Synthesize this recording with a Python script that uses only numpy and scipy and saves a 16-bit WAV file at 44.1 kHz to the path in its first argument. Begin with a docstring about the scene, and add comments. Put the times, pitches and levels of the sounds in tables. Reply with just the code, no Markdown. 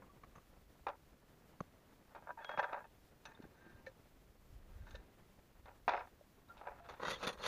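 """Camping gear handled in light wind

A jar is set down outdoors, a metal teapot is dragged off a plastic tray, tried on a gas stove's iron
ring and put back beside two glasses; then the stove itself is shoved across the soil.
Blows and sliding grit ring the modes of each thing, with decaying sines for clear clinks and low bumps
and narrow gliding noise for squeals. Shaped noise makes the wind and the microphone's hiss.
"""
import sys
import numpy as np
from scipy import signal
from scipy.fft import rfft, irfft
from scipy.io import wavfile
from scipy.ndimage import uniform_filter1d

SR = 44100
rng = np.random.default_rng(int(sys.argv[2]) if len(sys.argv) > 2 else 0)


def dump_mix(stems):
    """Bounce the given channels to the path in sys.argv[1] as a 16-bit WAV at rate SR."""
    frames = np.atleast_2d(stems).T  # one column per channel
    limited = np.clip(frames, -1, 1)  # hard clip at full scale
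    pcm = np.round(limited * 32767).astype(np.int16)
    wavfile.write(sys.argv[1], SR, pcm)


N = 329427  # length of the scene [samples]


def gain_of(db):
    """Level law: decibels to an amplitude factor."""
    return 10 ** (np.asarray(db) / 20)


def evened(x):
    """Normalisation: scales a signal to rms 1."""
    return x / np.sqrt(np.mean(x ** 2) + 1e-20)


def read(points, hz):
    """Logarithmic pitch scale: interpolates a spectrum table between its points."""
    f, value = np.transpose(points)
    return np.interp(np.log(hz + 1), np.log(f + 1), value)


def add(mix, s, sound):
    """Superposition: mixes a sound in at time s [s]."""
    part = mix[round(s * SR):][:len(sound)]
    part += sound[:len(part)]


def wander(samples):
    """Low-passed chance: a moving average of white noise, at rms 1."""
    return evened(uniform_filter1d(rng.standard_normal(N), samples))


def noise(spectrum, lumps_db, lump_s):
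    """Spectral shaping: coloured noise of rms 1 from white noise whose level wanders in lumps."""
    lumps = wander(max(int(lump_s * SR), 2))
    white = rng.standard_normal(N) * gain_of(lumps_db * lumps)
    colour = gain_of(read(spectrum, np.fft.rfftfreq(N, 1 / SR)))
    return evened(irfft(rfft(white) * colour, N))


def body(modes, colour, knock_db, edges_hz, scatter_db, size=4096):
    """Modal response to a click at one spot: dying modes over a short knock, in bands of energy 1."""
    t = np.arange(size) / SR
    hz = np.abs(np.fft.fftfreq(size, 1 / SR))
    f, width, db = np.transpose(modes)[:, :, None]
    chance = rng.standard_normal((len(modes), 2, 1))
    db = db + scatter_db * chance[:, 0]  # each spot couples to the modes in its own measure
    f = f * (1 + 0.029 * chance[:, 1])  # the load of the contact detunes them a little
    decay = np.exp(-np.pi * width * t)  # a wider resonance dies sooner
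    rings = (gain_of(db) * width * decay * np.sin(2 * np.pi * f * t)).sum(0)
    # the minimum-phase response puts the knock's energy as early as its colour allows
    log_gain = read(colour, hz) * np.log(10) / 20
    knock = np.fft.ifft(np.exp(np.conj(signal.hilbert(log_gain)))).real
    both = evened(rings) + gain_of(knock_db) * evened(knock)
    parts = []
    for band in zip(edges_hz, edges_hz[1:]):
        band_filter = signal.butter(3, band, "band", fs=SR, output="sos")
        parts.append(signal.sosfilt(band_filter, both))
    parts = np.array(parts)
    return parts / np.linalg.norm(parts, axis=1, keepdims=True)


def at_spots(force, thing, dwell_s=0.018, count=6):
    """Position-dependent coupling: each short stretch of force rings the thing from a random spot."""
    spots = [body(*thing) for _ in range(count)]
    moves = np.r_[0, np.flatnonzero(rng.random(N) < 1 / (dwell_s * SR)), N]
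    out = np.zeros(N)
    spot = rng.integers(0, count, N)
    for a, b in zip(moves, moves[1:]):
        if force[:, a:b].any():
            rung = signal.fftconvolve(force[:, a:b], spots[spot[a]], axes=1).sum(0)
            add(out, a / SR, rung)
    return out


def band_levels(middle, treble_db):
    """Contact hardness: levels [dB] of bass, middle and treble; the middle follows the treble."""
    at_equal_db, db_per_treble_db = middle
    return 0, at_equal_db + db_per_treble_db * treble_db, treble_db


def struck(blows, middle, rise, tick):
    """Impact: each blow is one hard tick and a quick burst of tiny contacts, as three bands of force."""
    contacts_per_s = 4000
    size = 4000  # longest burst [samples]
    contacts = rng.random(N + size) < contacts_per_s / SR
    chatter = evened(rng.standard_normal(N + size) * contacts)
    force = np.zeros((3, N))
    for s, db, treble_db, length in blows:
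        u = np.arange(size) / SR / length
        for k, band_db in enumerate(band_levels(middle, treble_db)):
            # the treble is spent sooner
            shape = np.minimum(u / rise, 1) * np.exp(-(1 + 0.15 * k) * u)
            # the blow's energy is shared among its contacts
            burst = evened(shape * chatter[round(s * SR):][:size]) * shape.std()
            burst[40] += tick / (1 + k) * np.sqrt(length * SR)
            add(force[k], s, gain_of(db + band_db) * burst)
    return force


def rubbed(slides, middle, grit_db, grains_per_s):
    """Sliding friction: strokes over a stream of uneven grit that catches and lets go in lumps."""
    slip_db, slip_s = 3, 0.012
    skirt_db = 20  # each stroke swells and fades by this much over its rise and fall
    grit = rng.choice([-1., 1.], N) * gain_of(grit_db * np.minimum(rng.exponential(1, N), 4))
    slips = gain_of(slip_db * wander(max(int(slip_s * SR), 2)))
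    grit = evened(grit * slips * (rng.random(N) < grains_per_s / SR))
    force, t = np.zeros((3, N)), np.arange(N) / SR
    for s, db, treble_db, rise_s, fall_s in slides:
        away = np.maximum((s - t) / rise_s, (t - s) / fall_s)
        stroke = (away < 1) * gain_of(db - skirt_db * away) * grit
        force += gain_of(band_levels(middle, treble_db))[:, None] * stroke
    return force


def handled(blows, slides, thing, middle, grit_db, grains_per_s, rise, tick):
    """Source and resonator: the forces of blows and slides ring the same thing.

    thing: modes, colour, knock re modes [dB], band edges [Hz], scatter of the modes [dB]
    middle: (middle re bass when treble equals bass [dB], slope [dB per dB of treble])
    rise: onset as a share of the contact; tick: strength of the tick re the burst
    """
    force = struck(blows, middle, rise, tick) + rubbed(slides, middle, grit_db, grains_per_s)
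    return at_spots(force, thing)


def wind():
    """Turbulence: lumpy low buffeting at the microphone and a softer broad rush above it."""
    # wind strength: (time [s], buffeting level [dB], rush level [dB])
    gusts = [(0, -77, -65), (.35, -66, -66), (1.1, -71, -68.5), (1.5, -90, -65), (2.0, -96, -68),
             (3.0, -68, -68.5), (3.5, -96, -64), (3.8, -71, -65), (4.44, -66.5, -70.5), (4.53, -54, -68.5),
             (4.98, -57, -63), (5.121, -78, -65.5), (5.65, -65, -69.5), (6.3, -74, -69), (7.47, -64.5, -65)]
    # spectrum of the buffeting: (frequency [Hz], relative level [dB per Hz])
    buffet_spectrum = [(12, -20), (30, 3), (55, 2), (100, -8), (200, -22.5), (500, -74)]
    # spectrum of the rush: (frequency [Hz], relative level [dB per Hz])
    rush_spectrum = [(80, 2), (200, 1), (500, -4.5), (1000, -11), (2000, -17), (4000, -30), (8000, -53)]
    t = np.arange(N) / SR
    s, buffet_db, rush_db = np.transpose(gusts)
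    buffet = gain_of(np.interp(t, s, buffet_db)) * noise(buffet_spectrum, 3.4, 0.014)
    rush = gain_of(np.interp(t, s, rush_db)) * noise(rush_spectrum, 2.2, 0.019)
    return buffet + rush


def jar():
    """Impact on broad, quickly damped modes: the jar is set down."""
    # blows: (time [s], force [dB], treble re bass [dB], contact length [s])
    jar_blows = [(0.02, -51, -33, 0.014), (0.234, -53, -14, 0.0082), (0.245, -51, -20, 0.0016),
                 (0.353, -57.5, -9.5, 0.019), (0.379, -59.5, -15, 0.005), (1.6068, -50.5, -4.5, 0.0035)]
    # modes before scatter: (frequency [Hz], width [Hz], relative level [dB])
    jar_modes = [(1150, 340, 9), (4200, 450, -24), (6270, 300, -11)]
    # broad colour of the knock: (frequency [Hz], relative level [dB per Hz])
    jar_colour = [(40, -9), (150, 14), (420, -1), (1700, -5), (7000, -39)]
    thing = (jar_modes, jar_colour, 1.5, (40, 1200, 2500, 7200), 2.5)
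    return handled(jar_blows, [], thing, middle=(4.5, 0.28), grit_db=3.0, grains_per_s=3000,
                   rise=0.1, tick=0.25)


def clinks():
    """Free vibration: single modes of glass and thin metal ring on, trembling, until stilled."""
    # rings: (time [s], level before decay and tremble [dB], frequency [Hz], rise [s],
    #         time to decay by 60 dB [s], stilled after [s])
    clink_rings = [(.091, -53, 1144, 0.012, 0.074, .2), (1.6051, -30.5, 1163, 0.00036, 0.023, 0.002),
                   (2.373, -49, 915, 0.0025, 0.38, 0.04), (2.405, -70, 3410, 0.014, 0.81, 0.05),
                   (2.447, -57.5, 3304, 0.0023, 1.8, 0.16), (2.6, -69.5, 3330, .01, 1.1, 0.12),
                   (3.265, -64, 900, .01, 0.82, 0.098), (3.349, -57.5, 3620, .0021, 0.041, .1),
                   (3.51, -53.5, 370, .008, 0.09, .1), (3.6, -67.5, 1590, 0.015, 2.7, 0.21),
                   (3.64, -60.5, 335, 0.024, 0.38, 0.11), (3.866, -43.5, 1790, 0.0043, 0.047, .1),
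                   (3.864, -51.5, 2250, 0.001, 0.042, .1), (3.869, -46.5, 529, 0.0028, 0.097, .15),
                   (4.943, -53.5, 1780, 0.0044, 0.14, .08), (4.947, -41.5, 534, 0.0039, 0.037, .1),
                   (5.953, -71, 5192, 0.0046, 0.46, 0.062), (6.21, -49.5, 592, 0.0024, 0.035, .1),
                   (6.485, -68.5, 3820, .003, 0.085, .02), (6.494, -32.5, 1380, 0.031, 0.066, .1),
                   (6.799, -58.5, 689, 0.0074, .8, 0.15), (7.305, -74, 9300, .005, 0.36, 0.049)]
    damp_s = 0.003  # time constant with which a touch stills a ring
    tremble_db = 2.5  # rocking makes the level waver
    out, t = np.zeros(N), np.arange(SR // 2) / SR
    for s, db, hz, rise, t60, length in clink_rings:
        shape = np.minimum(t / rise, 1) * np.exp(-np.maximum(t - length, 0) / damp_s)
        add(out, s, gain_of(db - 60 * t / t60) * shape * np.sin(2 * np.pi * hz * (s + t)))
    return out * gain_of(tremble_db * wander(350))


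def tray():
    """Impact and friction on damped modes: the plastic tray is knocked and scraped."""
    # blows: (time [s], force [dB], treble re bass [dB], contact length [s])
    tray_blows = [(0.866, -32, -19.5, 0.0084), (0.882, -40.5, -12, 0.012), (0.898, -46, -20, 0.0041),
                  (2.148, -47.5, -17.5, 0.024), (2.574, -34, -20, 0.019), (2.589, -32.5, -15, 0.0029),
                  (2.627, -36.5, -16, 0.017), (2.729, -36, -19, 0.0093), (5.656, -53.5, -11, 0.0077),
                  (5.679, -52.5, -16, 0.008), (5.878, -22.5, -19, 0.0085), (5.891, -38.5, -2, 0.0047),
                  (5.906, -34.5, -21, 0.0049), (5.9355, -26, -24, 0.0031), (5.942, -33, -29, 0.0048),
                  (5.949, -40.5, -16, 0.0071), (5.964, -43, -16, 0.015), (5.989, -54, -6, 0.017),
                  (6.003, -45.5, -34, 0.014), (6.071, -53, -19, 0.0051), (6.57, -61, 1, 0.043),
                  (6.612, -46, -42, 0.0067), (6.669, -39.5, -24, 0.0081), (6.684, -45.5, -37, 0.0055),
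                  (6.719, -44.5, -43, 0.0024), (6.795, -54.5, -16, 0.0062)]
    # strokes: (time of firmest pressure [s], level [dB], treble re bass [dB], rise [s], fall [s])
    tray_slides = [(0.87, -46.5, -40, 0.0038, 0.098), (5.665, -62, -21, .005, 0.14),
                   (5.89, -36.5, -17, 0.0081, 0.077), (5.98, -43.5, -24, 0.033, 0.079),
                   (6.689, -54.5, -31, 0.21, 0.11), (6.941, -56.5, -12.5, 0.2, 0.042)]
    # modes before scatter: (frequency [Hz], width [Hz], relative level [dB])
    tray_modes = [(575, 12.5, 6), (796, 25, 3), (920, 120, 3), (989, 49, 2.5), (1374, 280, -1),
                  (1630, 65, 1), (1816, 31, -2), (2080, 68, -12), (2177, 120, -13.5), (2443, 220, -10.5),
                  (3530, 410, -12), (6330, 99, -41)]
    # broad colour of the knock: (frequency [Hz], relative level [dB per Hz])
    tray_colour = [(100, -65), (300, -13), (700, -2), (1500, -0.5), (3000, -21), (3700, -21), (6500, -48),
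                   (7800, -57)]
    thing = (tray_modes, tray_colour, -5, (370, 1200, 2500, 6800), 3.0)
    return handled(tray_blows, tray_slides, thing, middle=(1, 0.2), grit_db=2.4, grains_per_s=1500,
                   rise=0.22, tick=0.3)


def bumps():
    """Pressure pulse: a dull cycle or two as a weight lands or water slaps the pot."""
    # bumps: (time [s], push before rise and decay [dB], frequency [Hz])
    bump_pushes = [(1.6069, -32, 169), (1.6091, -29.5, 525), (2.582, -39, 180), (3.392, -45, 405),
                   (3.401, -37.5, 272), (3.438, -45, 182), (3.452, -41, 306), (3.746, -45.5, 97),
                   (5.879, -36, 244), (7.272, -30, 199)]
    out, t = np.zeros(N), np.arange(3000) / SR
    for s, db, hz in bump_pushes:
        shape = np.minimum(hz * t / 0.4, 1) * np.exp(-hz * t / 0.75)
        add(out, s, -gain_of(db) * np.sin(2 * np.pi * hz * t) * shape)
    return out


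def pot():
    """Impact and friction on narrow modes: the metal teapot is dragged and set down."""
    # blows: (time [s], force [dB], treble re bass [dB], contact length [s])
    pot_blows = [(2.223, -59.5, -37, 0.02), (2.271, -45, -35, 0.0091), (2.291, -43, -64, 0.01),
                 (2.304, -38.5, -34, 0.0026), (2.375, -52, -44, 0.0032), (2.445, -38.5, -7, 0.0019),
                 (2.492, -38.5, -15.5, 0.005), (2.514, -44, -10, 0.0022), (2.538, -42.5, -35, 0.0074),
                 (2.593, -28.5, -16.5, 0.007), (2.64, -36, -22, 0.0076), (2.694, -48.5, -29, 0.0043),
                 (2.775, -54, -28, 0.004), (2.805, -45, -35, 0.0029), (2.841, -50, -18, 0.0028),
                 (2.851, -49.5, -21, 0.0019), (3.253, -52, 5, 0.0095), (3.422, -62.5, 4, 0.0045),
                 (3.44, -55, -26, 0.0035), (3.864, -61.5, 4.5, 0.018), (4.868, -59, -6, 0.011),
                 (4.907, -61.5, 7, 0.0079), (4.951, -58.5, 7, 0.01)]
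    # strokes: (time of firmest pressure [s], level [dB], treble re bass [dB], rise [s], fall [s])
    pot_slides = [(2.17, -62, -42, 0.12, 0.035), (2.29, -61, -28, 0.07, 0.046),
                  (2.38, -62, -25, 0.018, 0.085), (2.52, -50.5, -23, 0.15, 0.057),
                  (2.64, -55, -52, 0.11, 0.14), (2.748, -43, -32, 0.098, 0.085),
                  (3.265, -65, -9.5, 0.013, 0.21), (3.66, -70, -6.5, 0.21, 0.23),
                  (4.94, -72, 0, 0.27, 0.11)]
    # modes before scatter: (frequency [Hz], width [Hz], relative level [dB])
    pot_modes = [(623, 35, -5.5), (907, 18, 0.5), (977, 42, -2.5), (1300, 19, -24), (1613, 59, 8),
                 (1745, 47, 5), (2120, 33, -9), (2550, 24, -7.5), (3700, 120, -9), (3670, 71, -14.5),
                 (4150, 59, -16), (5470, 130, -29), (5650, 28, -25), (6200, 41, -13)]
    # broad colour of the knock: (frequency [Hz], relative level [dB per Hz])
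    pot_colour = [(150, -71), (450, 15.5), (900, -1), (1700, 7.5), (3000, -2.5), (4000, -9), (6500, -11.5),
                  (8000, -44), (12000, -31)]
    thing = (pot_modes, pot_colour, -9, (520, 1200, 2500, 11000), 3.0)
    return handled(pot_blows, pot_slides, thing, middle=(7, 0.28), grit_db=3.2, grains_per_s=1200,
                   rise=0.33, tick=0.58)


def stove():
    """Impact and friction on many metal modes: the stove is shoved across the soil."""
    # blows: (time [s], force [dB], treble re bass [dB], contact length [s])
    stove_blows = [(6.888, -44.5, -28.5, 0.018), (6.997, -40.5, -65, 0.0085), (7.03, -35.5, -32, 0.0056),
                   (7.057, -45.5, -28, 0.0077), (7.081, -29, -28, 0.0051), (7.104, -41.5, -20, 0.011),
                   (7.119, -39.5, -24, 0.034), (7.207, -46, -25, 0.016), (7.228, -36.5, -18, 0.012),
                   (7.239, -42.5, -25, 0.014), (7.268, -33.5, -11, 0.015), (7.326, -55, -7, 0.012),
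                   (7.398, -44, -46, 0.014), (7.427, -50, -32, 0.0079), (7.449, -43, -10, 0.0084),
                   (7.462, -43, -9, 0.0047)]
    # strokes: (time of firmest pressure [s], level [dB], treble re bass [dB], rise [s], fall [s])
    stove_slides = [(7.049, -42.5, -38, 0.079, 0.059), (7.111, -43, -14, 0.06, 0.043),
                    (7.24, -51, -23.5, 0.13, 0.093), (7.286, -48, -49, 0.09, 0.11),
                    (7.46, -44.5, -20.5, 0.087, .1)]
    # modes before scatter: (frequency [Hz], width [Hz], relative level [dB])
    stove_modes = [(531, 35, 5), (612, 36, -1.5), (1020, 170, -3), (1310, 490, 1), (1620, 22, -3),
                   (1920, 73, -2.5), (2650, 130, -18), (3300, 130, -14.5), (3554, 64, -6), (3866, 48, -8.5),
                   (4260, 82, -11), (4470, 43, -24), (5750, 140, -20), (6410, 81, -24), (9400, 180, -41),
                   (10900, 220, -18), (11200, 440, -34)]
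    # broad colour of the knock: (frequency [Hz], relative level [dB per Hz])
    stove_colour = [(90, -77), (220, -12.5), (400, -8.5), (526, -3), (830, -26), (1200, -25), (2380, -18),
                    (3610, -28.5), (5200, -36), (6400, -27), (7950, -62), (8900, -23), (13500, -47)]
    thing = (stove_modes, stove_colour, -9, (110, 2500, 8000, 13000), 3.2)
    return handled(stove_blows, stove_slides, thing, middle=(7.05, 0.48), grit_db=2.4,
                   grains_per_s=2200, rise=0.52, tick=0.21)


def squeals():
    """Friction-driven resonance: narrow noise glides in pitch as the stove's thin metal scrapes."""
    # whistles: (time [s], length [s], level before the swell [dB], start [Hz], end [Hz])
    squeal_glides = [(7.109, 0.067, -54, 3720, 3270), (7.422, 0.046, -51, 3420, 3480)]
    width_hz = 100
    out, r = np.zeros(N), np.exp(-np.pi * width_hz / SR)
    for s, length, db, start_hz, end_hz in squeal_glides:
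        u = np.linspace(0, 1, int(length * SR))
        complex_noise = [1, 1j] @ rng.standard_normal((2, 8000))
        # the last samples, where the filter has settled
        wobble = signal.lfilter([1 - r], [1, -r], complex_noise)[-len(u):]
        phase = 2 * np.pi * np.cumsum(start_hz + (end_hz - start_hz) * u) / SR
        tone = (wobble * np.exp(1j * phase)).real
        swell = np.sqrt(np.sin(np.pi * u).clip(0))
        add(out, s, gain_of(db) * swell * evened(tone))
    return out


def scene():
    """Superposition: every source summed at the microphone, as one channel."""
    handling = jar() + tray() + pot() + stove()
    return (handling + clinks() + squeals() + bumps() + wind())[None]


def record(dry):
    """Linear filtering: the housing cancels one pitch, hiss is added, then the band is limited."""
    # spectrum of the microphone's hiss: (frequency [Hz], relative level [dB per Hz])
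    hiss_spectrum = [(590, -33), (1000, -4.5), (2130, -7), (3080, -7.5), (7370, -12), (8550, -14.5),
                     (15500, -11)]
    hiss_db = -75.5  # rms ahead of the band limit
    notch_hz, notch_q, edge_hz = 7800, 7.5, 15520
    notched = signal.lfilter(*signal.iirnotch(notch_hz, notch_q, SR), dry)
    wet = notched + gain_of(hiss_db) * noise(hiss_spectrum, 1.0, 0.05)
    low_pass = signal.firwin(1023, edge_hz, window=("kaiser", 9), fs=SR)
    return signal.oaconvolve(wet, low_pass[None], "same")


dry = scene()
out = record(dry)
dump_mix(out)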